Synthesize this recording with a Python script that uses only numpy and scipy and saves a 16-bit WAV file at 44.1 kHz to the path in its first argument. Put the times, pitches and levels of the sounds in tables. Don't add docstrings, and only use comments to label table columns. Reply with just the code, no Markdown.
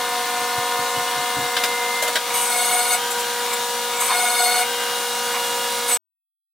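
import sys
import numpy as np
from scipy.fft import rfft, irfft, next_fast_len
from scipy.io import wavfile
from scipy.ndimage import uniform_filter1d, map_coordinates

SR = 44100
rng = np.random.default_rng(int(sys.argv[2]) if len(sys.argv) > 2 else 0)


def persist_wave(psi):
    counts = np.round(np.clip(psi, -1, 1) * 32767).astype(np.int16)
    wavfile.write(sys.argv[1], SR, np.atleast_2d(counts).T)


N = 287958
TIME = np.arange(N) / SR
TURN_HZ = 237.4

# start_s, end_s, rattle_delay_s, plate_chatter_db, bit_scream_db
BITES = [(2.339, 2.964, .14, -25.5, -22.5), (4.001, 4.635, 0.095, -22, -23),
         (5.882, 6.053, .01, -29.5, -19)]
BITE_S, RELEASE_S = 0.015, 0.027


def amp(db):
    return np.exp(np.asarray(db) * (np.log(10) / 20))


def unit(x):
    return x / np.sqrt(np.mean(np.abs(x) ** 2) + 1e-20)


def along(points, hz):
    point_hz, values = np.transpose(points)
    return np.interp(np.log(hz + 1), np.log(point_hz + 1), values)


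def wobble(knots_per_s):
    knots = rng.standard_normal(int(N * knots_per_s / SR) + 4)
    coarse_s = TIME[::32]
    return np.interp(TIME, coarse_s, map_coordinates(knots, [coarse_s * knots_per_s]))


def filtered(x, response):
    size = next_fast_len(N + SR // 4, True)
    spectrum = rfft(x, size) * response(np.fft.rfftfreq(size, 1 / SR))
    return irfft(spectrum, size)[..., :N]


def colour(points):
    return lambda f: amp(along(points, f))


def body(modes):
    def response(f):
        power = 0
        for mode_hz, width_hz, db in modes:
            damping = (f * width_hz) ** 2
            power = power + amp(db) ** 2 * damping / ((mode_hz ** 2 - f * f) ** 2 + damping + 1e-9)
        return np.sqrt(power)
    return response


def spread(hz):
    # freq_hz, correlation
    likeness = [(1200, 1), (2500, 1), (5000, 0.66), (9000, 0.43), (14000, 0.18)]
    return np.arccos(np.clip(along(likeness, hz), -1, .999)) / 2


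def noise(response):
    def mid_side(f):
        angle = spread(f)
        return response(f) * np.array([np.cos(angle), np.sin(angle)])
    mid, side = filtered(rng.standard_normal((2, N)), mid_side)
    return unit(np.array([mid + side, mid - side]))


def tone(hz, clock):
    lead = spread(hz) * rng.choice([-1, 1])
    phase = (2 * np.pi * ((hz * clock + rng.random()) % 1)).astype(np.float32)
    return np.sqrt(2) * np.sin(phase + np.float32([[lead], [-lead]]))


def swell(centre_s, half_width_s):
    return np.exp(-2 * np.minimum(((TIME - centre_s) / half_width_s) ** 2, 20))


def held(start_s, end_s, attack_s, release_s):
    ramps = np.minimum((TIME - start_s) / attack_s, (end_s - TIME) / release_s)
    return np.clip(ramps + .5, 0, 1)


def grit(depth, grain_db):
    surge = 1 + depth * np.cos(2 * np.pi * TURN_HZ * TIME)
    return unit(surge * amp(grain_db * wobble(700)))


def whine(lines, drift, waver_db, flutter_db):
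    clock = TIME + np.cumsum(drift * wobble(9)) / SR
    out = 0
    for hz, db in lines:
        sway_db = (hz / 1000) ** 0.38 * (waver_db * wobble(3.3) + flutter_db * wobble(24))
        out = out + amp(db + sway_db) * tone(hz, clock)
    return out


def spindle():
    # freq_hz, relative_db
    spindle_lines = [(234.2, -49.9), (480.1, -33.2), (542.6, -40.6), (722.0, -41.5), (751.0, -40.5),
                     (812.9, -44.6), (960.2, -30.8), (1084.7, -47.0), (1232.8, -40.1), (1440.0, -38.6),
                     (1687.7, -42.4), (2034.9, -47.5), (2172.2, -45.5), (2401.0, -50.4), (2893.5, -48.7),
                     (3329.6, -45.5), (3391.5, -47.2), (3601.4, -48.3), (3644.5, -47.6), (3663.3, -49.8),
                     (3797.9, -47.8), (3841.0, -45.8), (4069.8, -48.7), (4303.9, -50.6), (5698.2, -49.3),
                     (6648.4, -50.9), (7127.5, -51.5), (7609.3, -50.2), (7883.8, -51.0), (8422.2, -51.4),
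                     (11967.1, -53.9), (12335.8, -54.8), (14093.5, -53.7)]
    lines = amp(-1) * whine(spindle_lines, drift=.0003, waver_db=1.2, flutter_db=1.48)
    whistle_db, late_whistle_db = -42, -42.5
    late = held(4.62, 5.75, attack_s=0.052, release_s=0.052)
    whistle_level = amp(whistle_db) + amp(late_whistle_db) * late
    return lines + whistle_level * amp(0.6 * wobble(18)) * tone(12 * TURN_HZ, TIME)


def steppers():
    # freq_hz, relative_db
    fast_lines = [(285.3, -52.1), (726.7, -32.1), (1048.1, -34.6), (1205.9, -41.3), (1251.6, -47.8),
                  (1453.5, -39.2), (1528.9, -48.4), (1773.8, -38.7), (2578.6, -49.1), (4314.7, -45.8)]
    # freq_hz, relative_db
    slow_lines = [(783.3, -41.5), (1491.2, -46.5), (1569.2, -40.5), (1921.8, -47.5), (3138.5, -48),
                  (6282.3, -57), (7843.5, -54.5), (9401.9, -54.6)]
    # start_s, end_s, gain_db
    slow_moves = [(2.975, 3.46, -1), (4.62, 5.375, -1)]
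    ramp_s = 0.052

    fast_db, ease_start_s, fast_stop_s, ease_db_per_s = 0.5, 1.22, 2.13, 6
    easing_s = np.clip(TIME - ease_start_s, 0, 1)
    fast_level = amp(fast_db - ease_db_per_s * easing_s) * held(-1, fast_stop_s, ramp_s, ramp_s)
    fast = fast_level * whine(fast_lines, drift=0.00022, waver_db=.5, flutter_db=0.5)

    slow_level = sum(amp(db) * held(start_s, end_s, ramp_s, ramp_s) for start_s, end_s, db in slow_moves)
    slow = slow_level * whine(slow_lines, drift=0.00022, waver_db=2.5, flutter_db=3.5)

    table_hz, ring_db, growth_start_s, growth_db_per_s, ring_stop_s = 2084.4, -38, 1.0, 9.5, 2.1
    growing_s = np.clip(TIME - growth_start_s, 0, 1)
    ring_level = amp(ring_db + growth_db_per_s * growing_s) * held(-1, ring_stop_s, ramp_s, ramp_s)
    ring = ring_level * amp(.7 * wobble(14)) * tone(table_hz, TIME)
    return fast + slow + ring


def bite_levels():
    entry_db, entry_s = 2, 0.036
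    takeover_db, takeover_s = 3, .06
    build_s = 0.027
    plate, bit = 0, 0
    for start_s, end_s, delay_s, plate_db, bit_db in BITES:
        rattle_s = start_s + delay_s
        shape_db = entry_db * swell(start_s, entry_s) - takeover_db * swell(rattle_s, takeover_s)
        plate = plate + amp(plate_db) * held(rattle_s, end_s, build_s, RELEASE_S)
        bit = bit + amp(bit_db + shape_db) * held(start_s, end_s, BITE_S, RELEASE_S)
    load = amp(1.2 * wobble(14))
    return plate * load, bit * load


def chatter(drift, jitter, flicker_db, runout):
    partials = [(1, 0.5), (2, -2.5), (3, -0.5), (4, -12.5), (5, -5), (6, -2.5), (7, -10.5), (9, -10),
                (11, -2.5), (12, -4), (13, -5), (14, -9.5), (16, -10.5), (17, -21.5), (19, -15.5)]
    # freq_hz, width_hz, relative_db
    bit_modes = [(2876, 61, -5), (6490, 160, -4.5), (8890, 320, 1), (9110, 340, -9.5), (9570, 260, -6),
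                 (11700, 260, -8.5), (12800, 350, -6.5), (13600, 400, -13)]
    chatter_hz = 727.6
    plate_level, bit_level = bite_levels()
    clock = TIME + np.cumsum(drift * wobble(20) + jitter * wobble(350)) / SR
    plate, bit = np.zeros((2, N)), np.zeros((2, N))
    for k, db in partials:
        level = amp(db - flicker_db * k / (k + 1) * np.abs(wobble(45)))
        slip_s = 0.033 * wobble(80) / (np.sqrt(k) * chatter_hz)
        partial = level * tone(k * chatter_hz, clock + slip_s)
        if k < 8:
            plate = plate + partial
        else:
            bit = bit + partial
    rattle = plate_level * unit(plate) * grit(depth=runout, grain_db=1.8)
    scream = amp(-4.0) * unit(bit) * amp(1.1 * wobble(500))
    dust = amp(-3.5) * noise(body(bit_modes)) * amp(1.9 * wobble(700) + wobble(50))
    return rattle + bit_level * (scream + dust)


def scrapes():
    # freq_hz, width_hz, relative_db
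    plate_modes = [(742, 44, 1), (1026, 160, 0.5), (1210, 121, -3), (1480, 110, -5.5), (1700, 92, -25),
                   (2257, 300, 0), (3700, 500, -12)]
    # centre_s, half_width_s, low_modes_db, high_modes_db
    lone_scrapes = [(2.3, 0.078, -32.5, -33.5), (3.51, 0.13, -33, -35), (3.966, 0.11, -32.5, -34.5),
                    (4.12, 0.027, -22.5, -32), (5.359, 0.058, -30.5, -36)]
    split_hz = 1900
    drive = noise(np.ones_like) * grit(depth=.45, grain_db=0.5) * amp(wobble(70))

    def plate(f):
        sharpened = body(plate_modes)(f) ** 1.48
        return sharpened * f ** 4 / (f ** 4 + 600 ** 4)

    low = unit(filtered(drive, lambda f: plate(f) * (f < split_hz)))
    high = unit(filtered(drive, lambda f: plate(f) * (f >= split_hz)))
    cutting = sum(held(start_s, end_s, BITE_S, RELEASE_S) for start_s, end_s, *_ in BITES)
    leaving = sum(swell(end_s, .04) for _, end_s, *_ in BITES)
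    out = cutting * (amp(-35.5) * low + amp(-36.5) * high) + amp(-30.5) * leaving * high
    for centre_s, half_width_s, low_db, high_db in lone_scrapes:
        out = out + swell(centre_s, half_width_s) * (amp(low_db) * low + amp(high_db) * high)
    return out


def squeals():
    # centre_s, half_width_s, pitch_hz, tone_db, dust_db
    rubs = [(0.967, .02, 2940, -32, -57.5), (1.086, .018, 2920, -31, -52.5),
            (2.387, 0.066, 2920, -32, -48.5), (3.115, 0.017, 7600, -28, -27), (3.203, .025, 7600, -35, -30),
            (3.54, 0.022, 7640, -28.5, -28), (4.008, .08, 7640, -32.5, -45.5),
            (5.944, 0.031, 8030, -14.5, -24.5)]
    # freq_hz, relative_db_per_hz
    dust_spectrum = [(2000, -22), (7000, -4.5), (12000, -2), (15000, -12)]
    clock = TIME + np.cumsum(.004 * wobble(300)) / SR
    dust = noise(colour(dust_spectrum)) * grit(depth=.3, grain_db=-0.5)
    out = 0
    for centre_s, half_width_s, hz, tone_db, dust_db in rubs:
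        sound = amp(tone_db) * tone(hz, clock) + amp(dust_db) * dust
        out = out + swell(centre_s, half_width_s) * sound
    return out


def blow(start_s, t60_s, attack_s):
    age_s = np.clip(TIME - start_s, 0, 1)
    return (1 - np.exp(-age_s / attack_s)) * amp(-60 * age_s / t60_s)


def thumps():
    # start_s, level_db, t60_s
    contacts = [(.412, -38.5, 0.12), (.578, -26, 0.069), (.79, -34, .12), (.966, -27, 0.12),
                (1.167, -32.5, 0.18), (1.366, -23, 0.19)]
    # freq_hz, relative_db_per_hz
    thud_spectrum = [(30, -33.5), (70, -18.5), (110, -7), (145, -3.5), (200, -17.5), (300, -12), (600, -58)]
    level = sum(amp(db) * blow(start_s, t60_s, attack_s=0.0049) for start_s, db, t60_s in contacts)
    return noise(colour(thud_spectrum)) * level


def clacks():
    # start_s, ring_db, knock_db, snap_db, t60_s
    contacts = [(1.565, -15.5, -36.5, -28, .14), (1.636, -15.5, -33, -17.5, 0.12),
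                (2.023, -22.5, -23.5, -18, .13), (2.077, -23, -25.5, -23, .12),
                (2.155, -11.5, -25.5, -19.5, 0.14)]
    # freq_hz, relative_db_per_hz
    ring_spectrum = [(300, -19), (1100, -13.5), (1600, -0.5), (2200, -9), (2800, -4), (5000, -7.5),
                     (6500, -20), (15000, -31.5)]
    # freq_hz, width_hz, relative_db
    knock_modes = [(278, 89, -7), (611, 130, 1)]
    # freq_hz, relative_db_per_hz
    snap_spectrum = [(1500, -28.5), (4500, -11), (7000, 0), (10000, -2), (15000, -7)]
    knock = noise(lambda f: body(knock_modes)(f) ** 1.8)
    snap = noise(colour(snap_spectrum))
    out = 0
    for start_s, ring_db, knock_db, snap_db, t60_s in contacts:
        modes_db = 4.5 * rng.standard_normal(200)
        modes_hz = np.linspace(0, SR / 2, len(modes_db))
        ring = noise(lambda f: colour(ring_spectrum)(f) * amp(np.interp(f, modes_hz, modes_db)))
        sound = amp(ring_db) * ring + amp(knock_db) * knock + amp(snap_db) * snap
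        out = out + blow(start_s, t60_s, attack_s=0.0013) * sound
    return out


def air():
    # freq_hz, relative_db_per_hz
    air_spectrum = [(30, -36.5), (70, -31), (130, -12.5), (400, -8), (680, -9.5), (900, -1), (1300, -1),
                    (2600, -4.5), (3700, -1), (4800, -5), (8200, -8.5), (9500, -5), (11000, -12),
                    (14300, -12), (15700, -14)]
    rush_db, hiss_db, hiss_db_per_s, orders_db = -31, -31, 0.3259, -5.0
    shape = colour(air_spectrum)

    def low(f):
        return 1 / np.sqrt(1 + (f / 4800) ** 8)

    def comb(f):
        offset_hz = TURN_HZ * np.sin(np.pi * f / TURN_HZ) / np.pi
        return np.exp(-(offset_hz / 5) ** 2) * (f > 2000)

    rush = noise(lambda f: shape(f) * low(f)) * grit(depth=0.069, grain_db=1.86) * amp(0.7 * wobble(25))
    hiss = noise(lambda f: shape(f) * np.sqrt(1 - low(f) ** 2)) * amp(0.83 * wobble(500))
    orders = noise(lambda f: comb(f) * shape(f) ** 0.46)
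    return amp(rush_db) * rush + amp(hiss_db + hiss_db_per_s * TIME) * (hiss + amp(orders_db) * orders)


def scene():
    # freq_hz, left_minus_right_db
    balance = [(1400, 0), (3000, 2.4)]
    cutting = chatter(drift=.003, jitter=.005, flicker_db=13.5, runout=0.16) + scrapes() + squeals()
    sources = spindle() + steppers() + cutting + thumps() + clacks() + air()
    from_left = filtered(sources, lambda f: amp(along(balance, f) * np.array([[.5], [-.5]])))
    mid = sources.mean(axis=0)
    ahead = amp(1) * (mid + amp(-3) * (sources - mid))
    midpoint_s, turning_s = 5.2, 1
    facing = np.clip((TIME - midpoint_s) / turning_s + .5, 0, 1)
    return (1 - facing) * from_left + facing * ahead


def limiter(x):
    ceiling_db, recover_db_per_s = -16, 19
    power = np.abs(uniform_filter1d(np.mean(x ** 2, axis=0), size=441))
    over_db = np.maximum(10 * np.log10(power + 1e-12) - ceiling_db, 0)
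    recovery_db = recover_db_per_s * TIME
    return x * amp(recovery_db - np.maximum.accumulate(over_db + recovery_db))


def record(dry):
    stop_s, top_hz = 5.973, 15800
    ending = np.clip((stop_s - TIME) / .004 + .5, 0, 1)
    return filtered(limiter(dry) * ending, lambda f: (f < top_hz) * f / np.hypot(f, 55))


dry = scene()
out = record(dry)
persist_wave(out)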